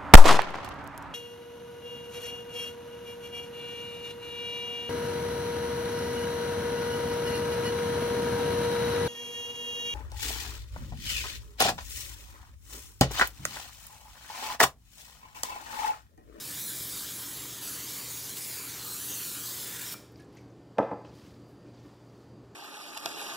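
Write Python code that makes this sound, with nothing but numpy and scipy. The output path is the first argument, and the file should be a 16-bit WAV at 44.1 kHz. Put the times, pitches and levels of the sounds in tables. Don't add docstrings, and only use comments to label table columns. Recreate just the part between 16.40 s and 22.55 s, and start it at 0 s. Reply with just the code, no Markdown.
import sys
import numpy as np
from scipy import signal
from scipy.io import wavfile
from scipy.ndimage import uniform_filter1d, map_coordinates

SR = 44100
rng = np.random.default_rng(int(sys.argv[2]) if len(sys.argv) > 2 else 0)


def wav_out(sig):
    wavfile.write(sys.argv[1], SR, np.round(np.clip(np.atleast_2d(sig).T, -1, 1) * 32767).astype(np.int16))


def field_ratio(decibels):
    return 10 ** (np.asarray(decibels, dtype=float) / 20)


N = 271215

# t/s, level/dB, nearness to the glass/dB
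JET = [(0.0, -40, -2.5), (0.1, -38.5, 0), (0.28, -37.5, -1), (0.55, -38, -0.8), (0.95, -39.5, 0),
       (1.18, -40.5, 0), (1.26, -37.5, 0.5), (1.4, -39.2, 1), (1.72, -39, 1.5), (1.87, -40, -1.2),
       (2.05, -38, -0.2), (2.2, -39, 3), (2.4, -40.5, 2), (2.54, -38, -2), (2.8, -37.5, 2.1),
       (3.12, -38, -1), (3.35, -39.5, 2.7), (3.53, -39.5, 1.2)]
# f/Hz, density/dB
JET_COLOUR = [(300, -25.5), (550, -20.5), (1000, -7.5), (1700, -6.5), (2600, -6.5), (3700, 1), (5500, 1),
              (7000, 1), (8800, 0.5), (12000, -0.5), (16000, 0.5)]
# t/s, extra path by the dish wall/cm, share/1, by the dish floor/cm, share/1
SWEEP = [(0.0, 7.3, .1, 25, .1), (0.22, 9.1, .16, 17.3, .3), (0.36, 8.2, .14, 19.8, .3),
         (0.5, 8.6, .18, 20.2, .22), (0.6, 9.0, .24, 20.2, .12), (0.95, 9.3, .26, 18.4, .14),
         (1.22, 9.6, .2, 21.5, .15), (1.45, 10.4, .13, 22, .16), (1.53, 9, .1, 14.6, .16),
         (1.9, 10, .12, 16.5, .05), (2.04, 9, .08, 12.5, .2), (2.14, 9, .05, 15.5, .26),
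         (2.26, 8.8, .06, 14.4, .18), (2.5, 8.8, .32, 26, .22), (2.71, 10.5, .2, 20.9, .32),
         (2.91, 10.6, .14, 25.5, .27), (3.12, 9, .16, 20.3, .2), (3.53, 8.9, .1, 20, .12)]
# t/s, level/dB
GULPS = [(0.0, -3), (0.85, -1), (0.92, -1.5), (1.2, -4), (1.9, 3.5), (1.95, -4), (1.972, 3), (2.0, -2),
         (2.03, -1), (3.38, -2.5), (3.42, 3), (3.478, 3), (3.528, 2)]
# f/Hz, level/dB
RUMBLE = [(26, -55), (45, -27), (60, -8), (105, -11), (150, -6.5), (215, -8.5), (245, -10.5), (300, -6.5),
          (476, -12.5), (672, -19.5), (1100, -23.5), (1930, -34.5), (4800, -40.5), (7600, -44), (8600, -49),
          (14500, -55), (16000, -58)]
# f/Hz, peak level/dB
HUM = [(120.04, -55), (116.98, -65), (118.4, -74)]
# f/Hz, level/dB, width/Hz, wavering share/1
MOTOR_TONES = [(287, -63, 24, 3.1), (405, -69, 24, 3.1), (1812, -84, 14, 1.2), (3042, -89, 10, 1.2),
               (4269, -89, 8, .8), (4328, -91, 8, .8), (4740, -78.5, 25, .35), (4796, -89, 8, .8)]
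# t/s, peak level/dB, f/Hz
TICKS = [(3.638, -73, 2400), (3.801, -57, 1700), (4.649, -51, 2600), (4.65, -62, 6500), (3.72, -58, 13500),
         (3.757, -49, 5000), (3.757, -56, 2100), (3.77, -59, 14000), (3.794, -54, 2180), (3.798, -57, 9500),
         (3.805, -55, 4500), (3.82, -62, 12500), (3.82, -61, 7300), (3.845, -60, 7300), (3.925, -65, 11000),
         (3.95, -58, 13500), (3.968, -51, 6300), (3.968, -50, 1980), (3.984, -50.5, 2270),
         (4.01, -66, 12500), (4.1, -62, 6000)]
# loudest t/s, rise/s, fall/s, level/dB, thin top re level/dB
RUSTLE = [(3.804, .06, 0.056, -59, -13), (3.976, .1, .09, -59.5, -15), (4.1, .015, .02, -73, -20),
          (4.655, .01, 0.17, -60, -21), (4.75, 0.065, .5, -60, -9.5), (4.862, .14, 0.12, -58.5, -10),
          (4.915, .15, 0.034, -66, -10), (5.105, 0.069, .08, -73, 2), (5.288, 0.12, .02, -67, -20),
          (5.36, .05, .5, -63, -24), (5.47, 0.28, .3, -67, -8), (5.84, 0.76, .08, -68, -9)]
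# f/Hz, level/dB
CLOTH_COLOUR = [(800, -4), (2500, -3.5), (5000, -3.5), (8000, -11.0), (16000, -17)]
# t/s, peak level/dB, tick hardness/dB, dullness/(dB per octave)
KNOCKS = [
    (4.373, -46, -40, 0),
    (4.3836, -22.5, -10.5, -2.5),
    (4.388, -21.5, -30, 1),
    (4.397, -22, -40, 5),
    (4.411, -34, -30, -1),
    (4.428, -37, -14, -3),
    (4.512, -35, -21, -1.5),
    (4.518, -33, -40, 6),
    (4.529, -34.5, -40, 5),
    (4.648, -52, -1, 0),
]
# f/Hz, level/dB, t60/s
COUNTER = [(175, -23, 0.065), (222, 0, 0.03), (294, 1.5, 0.055), (390, 0.5, 0.044), (509, 13, 0.026),
           (587, 6, 0.043), (660, -4, 0.049), (780, -12, 0.047), (842, 9, 0.031), (1000, 1, 0.045),
           (1165, -7, 0.054), (1280, -13.5, 0.12), (1634, -3.5, 0.02), (2060, -12, 0.022),
           (2380, -18, 0.023), (2670, -43, 0.013)]
# f/Hz, t60/s
KITCHEN = [(150, 0.26), (500, 0.49), (2000, 0.62), (6000, 0.52), (14000, 0.32)]

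SHUT_S = 3.543
CAN_WALL_HZ = 2355


def evened(x):
    return x / np.sqrt(np.mean(x ** 2) + 1e-20)


def read(points, hz):
    f, value = np.transpose(points)
    return np.interp(np.log(hz + 1), np.log(f + 1), value)


def columns(rows, t):
    s, *values = np.transpose(rows)
    return [np.interp(t, s, v) for v in values]


def grid(size):
    t = np.arange(4 * N // size + 5)[:, None] * size / 4 / SR
    return t, np.fft.rfftfreq(size, 1 / SR)


def noise(magnitude):
    a, b = rng.standard_normal((2,) + magnitude.shape)
    size = 2 * (magnitude.shape[1] - 1)
    return signal.istft(((a + 1j * b) * magnitude).T, nperseg=size, noverlap=3 * size // 4)[1][:N]


def unit_power(magnitude, band):
    power = 8 / 3 * (magnitude ** 2 * band).sum(-1, keepdims=True)
    return 1 / np.sqrt(power + 1e-20)


def patches(shape, frames, bins):
    field = uniform_filter1d(rng.standard_normal(shape), frames, 0)
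    return evened(uniform_filter1d(field, bins, 1))


def resonate(x, hz, width):
    r = np.exp(-np.pi * width / SR)
    return 2 * signal.lfilter([1 - r], [1, -r * np.exp(2j * np.pi * hz / SR)], x).real


def strike(s, db):
    x = np.zeros(N)
    x[round(s * SR)] = field_ratio(db)
    return x


def ring(x, hz, t60):
    t = np.arange(round(t60 * SR)) / SR
    return signal.oaconvolve(x, field_ratio(-60 * t / t60) * np.sin(2 * np.pi * hz * t))[:N]


def reflected(t, hz):
    sound_cm_per_s = 34300
    wall_cm, wall, floor_cm, floor = columns(SWEEP, t)
    echoes = [(5.7, 0.8 * wall, 1.0),
              (wall_cm, wall, 1.2),
              (floor_cm, floor, 1.4)]
    paths = 1
    for cm, share, gain in echoes:
        paths = paths + gain * share * np.exp(-2j * np.pi * hz * cm / sound_cm_per_s)
    return np.sqrt(abs(paths) ** 2 + 0.1)


def ripples(t, hz):
    floor_cm = columns(SWEEP, t)[2]
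    field = patches((len(t), 2 * len(hz)), 22, 3)
    slid = np.arange(len(hz)) * np.sqrt(uniform_filter1d(floor_cm, 9, 0) / 20.6)
    frame = np.arange(len(t))[:, None]
    return map_coordinates(field, np.broadcast_arrays(frame, slid), order=1)


def spray(patchy_db=3.0, sputter_db=0.5):
    t, hz = grid(size=512)
    middle_db, splash_level_db, gulp_s = -3.5, -50.5, 0.0098
    level_db, near_db = columns(JET, t)
    top_db = 4.5 + 0.9 * (level_db + 40)
    splash_db = splash_level_db + near_db - level_db - middle_db
    shape = field_ratio(read(JET_COLOUR, hz)) * reflected(t, hz)

    low, high = hz < 2900, hz > 8000
    top_share = np.clip((hz - 6000) / 4000, 0, 1)
    splash_share = np.clip((3400 - hz) / 1000, 0, 1)
    middle = unit_power(shape, ~low & ~high)
    top = unit_power(shape, high) * field_ratio(top_db) / middle
    splash = unit_power(shape, low & (hz > 700)) * field_ratio(splash_db) / middle
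    shape = shape * middle * top ** top_share * splash ** splash_share
    shape = shape * field_ratio(patchy_db * ripples(t, hz))

    now = np.arange(N) / SR
    sputter = evened(uniform_filter1d(rng.standard_normal(N), 300))
    gulps_db = sum(db * np.exp(-((now - s) / gulp_s) ** 2) for s, db in GULPS)
    flow_db = columns(JET, now)[0] + middle_db + gulps_db + sputter_db * sputter
    closing = np.clip((SHUT_S + .002 - now) / 0.0054, 0, 1)
    jet = noise(shape) * field_ratio(flow_db) * closing
    can_wall = field_ratio(0.5) * resonate(jet, CAN_WALL_HZ, 25)
    return jet + can_wall


def fridge():
    t, hz = grid(size=2048)
    now = np.arange(N) / SR
    in_step_s = .45
    rumble = noise(field_ratio(read(RUMBLE, hz) + 1.2 * patches((len(t), len(hz)), 6, 12)))
    out = field_ratio(-53) * evened(rumble)
    for tone_hz, db in HUM:
        out += field_ratio(db) * np.sin(2 * np.pi * tone_hz * (now - in_step_s))
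    for tone_hz, db, width, share in MOTOR_TONES:
        waver = resonate(resonate(rng.standard_normal(N), tone_hz, width), tone_hz, width)
        steady = np.sin(2 * np.pi * (tone_hz * now + rng.random()))
        out += field_ratio(db) * evened(share * evened(waver) + steady)
    return out


def valve():
    click_db, click_hz, click_t60 = -42.5, 1320, 0.012
    after = field_ratio(-10) * ring(strike(SHUT_S, click_db), CAN_WALL_HZ, 0.16)
    return after + ring(strike(SHUT_S, click_db + 6), click_hz, click_t60)


def ticks():
    out, t = np.zeros(N), np.arange(900) / SR
    for s, db, hz in TICKS:
        puff = rng.standard_normal(900) * field_ratio(-60 * t / 0.034) * np.minimum(t / 0.0011, 1)
        width = 0.17 * hz + 300
        burst = resonate(resonate(puff, hz, width), hz, width)
        out += signal.oaconvolve(strike(s, db - 3.0), burst / abs(burst).max())[:N]
    return out


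def rustle():
    t, hz = grid(size=256)
    power = np.zeros((len(t), len(hz)))
    shape = field_ratio(read(CLOTH_COLOUR, hz))
    for s, rise, fall, db, top_db in RUSTLE:
        level_db = db - 18.5 * np.maximum((s - t) / rise, (t - s) / fall)
        tilt = field_ratio((top_db + 8.0) * np.clip((hz - 6000) / 4000, 0, 1))
        even = unit_power(shape, (hz > 2500) & (hz < 8000))
        power += (shape * tilt * even * field_ratio(level_db)) ** 2
    return noise(np.sqrt(power) * field_ratio(2.0 * patches(power.shape, 4, 20)))


def cap():
    return ring(strike(3.797, -56), hz=1690, t60=.18)


def knocks():
    out, t = np.zeros(N), np.arange(900) / SR
    for s, db, tick_db, dull_db in KNOCKS:
        spread = rng.uniform(-1, 1, (len(COUNTER), 2)) * (2.5, .03)
        body = np.zeros(N)
        for (hz, mode_db, t60), (extra_db, detune) in zip(COUNTER, spread):
            push_db = db + mode_db + extra_db - dull_db * np.log2(hz / 500)
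            body += ring(strike(s, push_db), hz * (1 + detune), t60)
        rise = np.clip((np.arange(N) / SR - s) / 0.0029, 0, 1)
        puff = rng.standard_normal(900) * field_ratio(-60 * t / .014)
        crack = resonate(resonate(resonate(puff, 1800, 3000), 1600, 5000), 2500, 7800)
        out += body * rise + signal.oaconvolve(strike(s, db + tick_db), crack)[:N]
    return signal.sosfilt(signal.butter(2, 120, "high", fs=SR, output="sos"), out)


def kitchen(x, gap=150):
    taps = np.zeros(SR)
    at = np.arange(gap, SR - 20, 20)
    taps[at + rng.integers(0, 20, len(at))] = rng.choice([-1., 1.], len(at))
    hz, t, z = signal.stft(taps, SR, nperseg=256)
    decay = field_ratio(-60 * t / read(KITCHEN, hz)[:, None])
    tail = signal.istft(z * decay, SR, nperseg=256)[1]
    return signal.fftconvolve(x, tail / np.linalg.norm(tail))[:N]


def scene():
    jet = spray() + valve()
    background = fridge()
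    small = ticks()
    cloth = rustle()
    can = knocks()
    wet = kitchen(field_ratio(-6) * jet + field_ratio(-7) * can + field_ratio(-6) * small)
    mono = field_ratio(3.5) * jet + can + small + cap() + wet + cloth + background
    return np.array([mono, mono])


def low_pass(x):
    return signal.sosfilt(signal.butter(12, 16210, fs=SR, output="sos"), x)


def record(dry):
    heard = signal.sosfilt(signal.butter(4, 52, "high", fs=SR, output="sos"), dry)
    edge = signal.firwin(1023, 15760, window=("kaiser", 9), fs=SR)
    return low_pass(signal.oaconvolve(heard, edge[None], "same"))


dry = scene()
out = record(dry)
wav_out(out)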